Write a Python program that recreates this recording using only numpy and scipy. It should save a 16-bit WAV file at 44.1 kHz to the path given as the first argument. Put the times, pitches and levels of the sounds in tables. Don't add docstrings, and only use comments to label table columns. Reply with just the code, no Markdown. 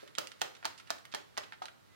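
import sys
import numpy as np
from scipy import signal
from scipy.fft import rfft, irfft
from scipy.io import wavfile
from scipy.ndimage import uniform_filter1d

SR = 44100
rng = np.random.default_rng(int(sys.argv[2]) if len(sys.argv) > 2 else 0)


def dump(signal):
    limited = np.clip(np.atleast_2d(signal).T, -1, 1)
    pcm = np.round(limited * 32767).astype(np.int16)
    wavfile.write(sys.argv[1], SR, pcm)


N = 85995

# start_s, crack_db, tilt_db_per_octave, contact_s, thump_hz, thump_db, wall_hz, wall_db
BLOWS = [(.1840, -3, 2.8, 0.0017, 540, -6, 1333, -11.5), (.4165, -2, -0.4, .0014, 785, -0.5, 1476, -8),
         (0.6463, -12.5, -7, 0.0067, 920, -37, 1500, -11.5),
         (0.6536, -5, -0.1, 0.0011, 907, -9.5, 1644, -13), (0.9044, -6, 1, 0.00093, 704, -3.5, 1483, -14),
         (1.1389, -9, -8.5, 0.001, 562, -10.5, 913, -17.5), (1.1478, -8.5, 0, 0.0014, 869, -6, 1760, -17.5),
         (1.3755, -9, -1, 0.0018, 790, -11, 1960, -11), (1.3801, -8.5, -2.5, 0.0021, 630, -15, 1240, -20),
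         (1.6215, -17, -4, 0.018, 820, -20, 1274, -12.5)]
# freq_hz, gain_db
SPATTER_SPECTRUM = [(100, -1), (400, -31), (1200, 4.5), (2500, -5.5), (4500, -5), (8000, -19), (16000, -27)]


def undb(db):
    return 10 ** (np.asarray(db) / 20)


def unit(x):
    return x / np.sqrt(np.sum(x ** 2) + 1e-18)


def seconds(size=8192):
    return np.arange(size) / SR


def add(track, start_s, x):
    i = max(int(start_s * SR), 0)
    track[i:i + len(x)] += x[:len(track) - i]


def curve(hz, points):
    freq_hz, gain_db = np.array(points, float).T
    return undb(np.interp(np.log(hz + 1), np.log(freq_hz), gain_db))


def colour(x, points, tilt_db_per_octave=0):
    size = 2 * len(x)
    hz = np.fft.rfftfreq(size, 1 / SR)
    log_tilt = np.log(undb(tilt_db_per_octave)) * np.log2(np.maximum(hz, 400))
    cepstrum = irfft(np.log(curve(hz, points)) + log_tilt)
    cepstrum[1:size // 2] *= 2
    cepstrum[size // 2 + 1:] = 0
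    return irfft(rfft(x, size) * np.exp(rfft(cepstrum)))[:len(x)]


def burst(decay_s):
    t = seconds()
    impacts = rng.choice([-1., 1.], len(t)) * np.exp(-t / max(decay_s, 1e-4))
    spectrum = rfft(impacts, 2 * len(t))
    smoothed = np.sqrt(uniform_filter1d(np.abs(spectrum) ** 2, size=300) + 1e-9)
    return irfft(spectrum / smoothed)[:len(t)]


def ring(hz, t60_s, rise_per_s=0):
    t = seconds()
    phase = 2 * np.pi * hz * t * (1 + rise_per_s * t / 2)
    return unit(np.sin(phase) * np.exp(-np.log(1000) * t / t60_s))


def drops(size, rate_per_s=1800, spread_db=-0.5):
    hits = rng.random(size) < rate_per_s / SR
    signs = rng.choice([-1., 1.], size)
    return hits * signs * undb(spread_db * np.minimum(rng.exponential(size=size), 4))


def diffuse(size, corner_hz=1050, pan_db=-2):
    hz = np.fft.rfftfreq(size, 1 / SR)
    coherence = 0.78 / (1 + (hz / corner_hz) ** 2)
    mid, side = (irfft(rfft(rng.standard_normal(size)) * np.sqrt(share / 2), size)
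                 for share in (1 - coherence, 1 + coherence))
    return np.array([(mid + side) * undb(pan_db / 2), (mid - side) * undb(-pan_db / 2)])


def background(hiss_db=-62.5, hum_hz=106, hum_db=-77.5):
    # freq_hz, gain_db
    hiss_spectrum = [(18, -32), (30, -27), (103, -4), (149, -7.5), (184, -9), (215, -8.5), (239, -11),
                     (328, -11.5), (554, -14), (649, -15), (16000, -37.5)]
    hum_spectrum = [(hum_hz / 2, -30), (hum_hz, 0), (hum_hz * 2, -25), (hum_hz * 10, -70)]
    hiss = np.array([colour(channel, hiss_spectrum) for channel in diffuse(N)])
    hum = np.array([colour(channel, hum_spectrum) for channel in diffuse(N)])
    return undb(hiss_db) * hiss / hiss.std() + undb(hum_db) * hum / hum.std()


def swish(level_db=-68.5):
    # time_s, gain_db
    effort = [(0, 12.5), (.13, -1.5), (.3, 0.5), (1.2, -0.5), (1.55, -1), (1.72, -8.5), (1.95, -0.5)]
    effort_db = np.interp(seconds(N), *np.array(effort).T)
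    crackle = colour(drops(N), SPATTER_SPECTRUM)
    return crackle / crackle.std() * undb(level_db + effort_db)


def bottle_ring(detune_fraction=0.046):
    # pitch_hz, level_db, t60_s
    modes = [(343, -5.5, .05), (605, 1, .03), (790.5, -5, 0.066), (1270, -33, 0.037), (1392, 3.5, 0.032),
             (1877, -1, 0.062), (2783, -4, 0.065), (3197, 1.5, 0.044), (4027, -2.5, 0.0073),
             (4575, 1.5, 0.0073), (5060, -1, 0.049)]
    out = 0
    for pitch_hz, level_db, t60_s in modes:
        sign = rng.choice([-1, 1])
        loaded_hz = pitch_hz * (1 + detune_fraction * rng.standard_normal())
        out += sign * undb(level_db) * ring(loaded_hz, t60_s)
    return unit(out)


def slaps(ring_db=-5):
    # start_s, level_db, centre_hz, decay_s, two_octaves_up_db
    contacts = [(.001, -28.5, 2130, 0.06, -12), (0.0765, -25, 2880, 0.0015, -19),
                (0.0816, -30.5, 2380, 0.0012, -23), (.1520, -16.5, 3940, 0.00062, -44),
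                (0.1795, -13, 1700, 0.006, -28), (.2720, -15, 4260, 0.00064, -30),
                (.3175, -18.5, 3180, 0.0031, -27), (0.396, -36, 5370, 0.0038, -39),
                (0.4105, -18, 2550, 0.011, -19), (0.551, -24, 3700, 0.0048, -44),
                (.566, -27.5, 3466, 0.0049, -29), (0.6277, -18.5, 1400, 0.0026, -26),
                (0.636, -25.5, 1470, 0.0028, -19), (0.778, -21.5, 4800, 0.014, -49),
                (0.7983, -20.5, 2400, 0.0068, -21), (.868, -38, 2800, .002, -33),
                (0.873, -26.5, 2700, 0.0048, -22), (0.882, -28, 1800, 0.01, -21),
                (0.8967, -21.5, 2220, 0.0068, -24), (.983, -26.5, 4060, .003, -29),
                (1.0527, -20, 2340, 0.0026, -14.5), (1.065, -36, 1840, 0.0056, -23),
                (1.117, -28, 4060, 0.0064, -37), (1.124, -18.5, 3340, 0.0048, -39),
                (1.3693, -16.5, 1860, 0.0022, -28), (1.434, -20, 2740, 0.0087, -24),
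                (1.5229, -14.5, 1780, 0.0014, -26), (1.5324, -19, 1870, 0.0059, -25.5),
                (1.6560, -14.5, 3730, 0.00076, -25), (1.6835, -17.5, 1750, .0015, -21.5)]
    out = np.zeros(N)
    for start_s, level_db, hz, decay_s, top_db in contacts:
        spectrum = [(hz / 30, -42), (hz / 8, -26), (hz / 3, -11), (hz / 2.5, -1),
                    (hz, 0), (hz * 2, -8), (hz * 4, top_db), (hz * 16, 2 * top_db)]
        contact = unit(colour(burst(decay_s), spectrum))
        body = unit(colour(bottle_ring(), spectrum))
        add(out, start_s, undb(level_db) * unit(contact + undb(ring_db) * body))
    return out


def gulps(attack_s=0.00055):
    # start_s, pitch_hz, level_db, t60_s
    pockets = [(.029, 425, -16.5, .04), (.033, 554, -18.5, 0.017), (1.6184, 767, -7, 0.026),
               (1.6413, 860, -17, 0.014)]
    out = np.zeros(N)
    attack = 1 - np.exp(-seconds() / attack_s)
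    for start_s, pitch_hz, level_db, t60_s in pockets:
        add(out, start_s, undb(level_db) * unit(ring(pitch_hz, t60_s, rise_per_s=1.7) * attack))
    return out


def knocks(slam_db=-8, ring_db=-4.5, spatter_db=-6, spatter_decay_s=0.0096):
    # freq_hz, gain_db
    crack_spectrum = [(25, -66), (70, -22), (200, -8.5), (500, -10), (1000, -1), (2200, -4.5), (4500, -0.5),
                      (7000, -4), (10000, -16), (15000, -17.5)]
    # freq_hz, gain_db
    slam_spectrum = [(30, -39), (120, -23.5), (230, -19), (350, -14), (560, -8.5), (800, -1.5), (1300, -21),
                     (3000, -34), (12000, -82)]
    out, t = np.zeros(N), seconds()
    for start_s, crack_db, tilt, contact_s, thump_hz, thump_db, wall_hz, wall_db in BLOWS:
        crack = unit(colour(burst(contact_s), crack_spectrum, tilt))
        slam = unit(colour(burst(decay_s=0.012), slam_spectrum))
        spatter = unit(colour(drops(len(t)) * np.exp(-t / spatter_decay_s), SPATTER_SPECTRUM))
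        impact = crack + undb(slam_db) * slam + undb(ring_db) * bottle_ring() + undb(spatter_db) * spatter
        thump = undb(thump_db) * ring(thump_hz, t60_s=0.019)
        wall = undb(wall_db) * ring(wall_hz, t60_s=0.04)
        add(out, start_s, undb(crack_db) * impact + thump - wall)
    return out


def froth(gain_db=-12, decay_s=0.037):
    # freq_hz, gain_db
    spectrum = [(100, -13.5), (400, -3), (1200, 5), (2500, 1), (4500, -5), (8000, -14), (16000, -29.5)]
    out, t = np.zeros((2, N)), seconds()
    swell = np.sqrt(t) * np.exp(-t / decay_s)
    for start_s, crack_db, *_ in BLOWS:
        for channel, side_db in zip(out, (-1.5, 1.5)):
            fizz = unit(colour(drops(len(t)) * swell, spectrum))
            add(channel, start_s, undb(crack_db + side_db + gain_db) * fizz)
    return out


def squeak(start_s=1.895, attack_s=0.0032, pitch_hz=2019, level_db=-72):
    waver = uniform_filter1d(rng.standard_normal(N), size=400)
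    hz = pitch_hz * (1 + 0.0027 * waver / waver.std())
    attack = np.clip((seconds(N) - start_s) / attack_s, 0, 1)
    return undb(level_db) * np.sqrt(2) * np.sin(2 * np.pi * np.cumsum(hz) / SR) * attack


def direct(x, left_lag_s=0.00015):
    # freq_hz, left_minus_right_db
    balance = [(100, -3), (600, 0.5), (1400, 0), (2800, -14), (5000, -18), (16000, -13)]
    hz = np.fft.rfftfreq(N, 1 / SR)
    pan = curve(hz, balance)
    left = -pan * np.exp(-2j * np.pi * hz * left_lag_s)
    response = np.array([left, np.ones(len(hz))]) / np.sqrt((1 + pan ** 2) / 2)
    return irfft(rfft(x) * response, N)


def room(x):
    # freq_hz, gain_db
    spectrum = [(30, 6), (100, -1.5), (240, 1), (340, 7), (480, 6), (750, -1.5), (1500, 1.5), (3500, 1.5),
                (7000, -1), (16000, 3)]
    tail_db, build_s, low_t60_s, high_t60_s = -9.5, 0.0048, 0.4, 0.33
    early_db, early_s = -9.5, 0.0066
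    t = seconds(size=32768)
    noise = diffuse(len(t))
    low = signal.sosfilt(signal.butter(1, 2000, fs=SR, output="sos"), noise)
    tail = sum(band * np.exp(-np.log(1000) * t / t60_s)
               for band, t60_s in ((low, low_t60_s), (noise - low, high_t60_s)))
    tail = unit(tail * (1 - np.exp(-(t / build_s) ** 2)))
    early = unit(diffuse(len(t)) * t * np.exp(-2 * t / early_s))
    response = np.sqrt(2) * (undb(tail_db) * tail + undb(early_db) * early)
    return np.array([signal.fftconvolve(x, colour(channel, spectrum))[:N] for channel in response])


def scene(low_cut_hz=118):
    contents = undb(-4) * (knocks() + slaps() + gulps()) + swish() + squeak()
    bottle = signal.sosfilt(signal.butter(2, low_cut_hz, "high", fs=SR, output="sos"), contents)
    return direct(bottle) + room(bottle) + undb(-1) * froth() + background()


def record(dry):
    cutoff_hz = 15800
    return signal.sosfilt(signal.ellip(8, .2, 70, cutoff_hz, fs=SR, output="sos"), dry)


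dry = scene()
out = record(dry)
dump(out)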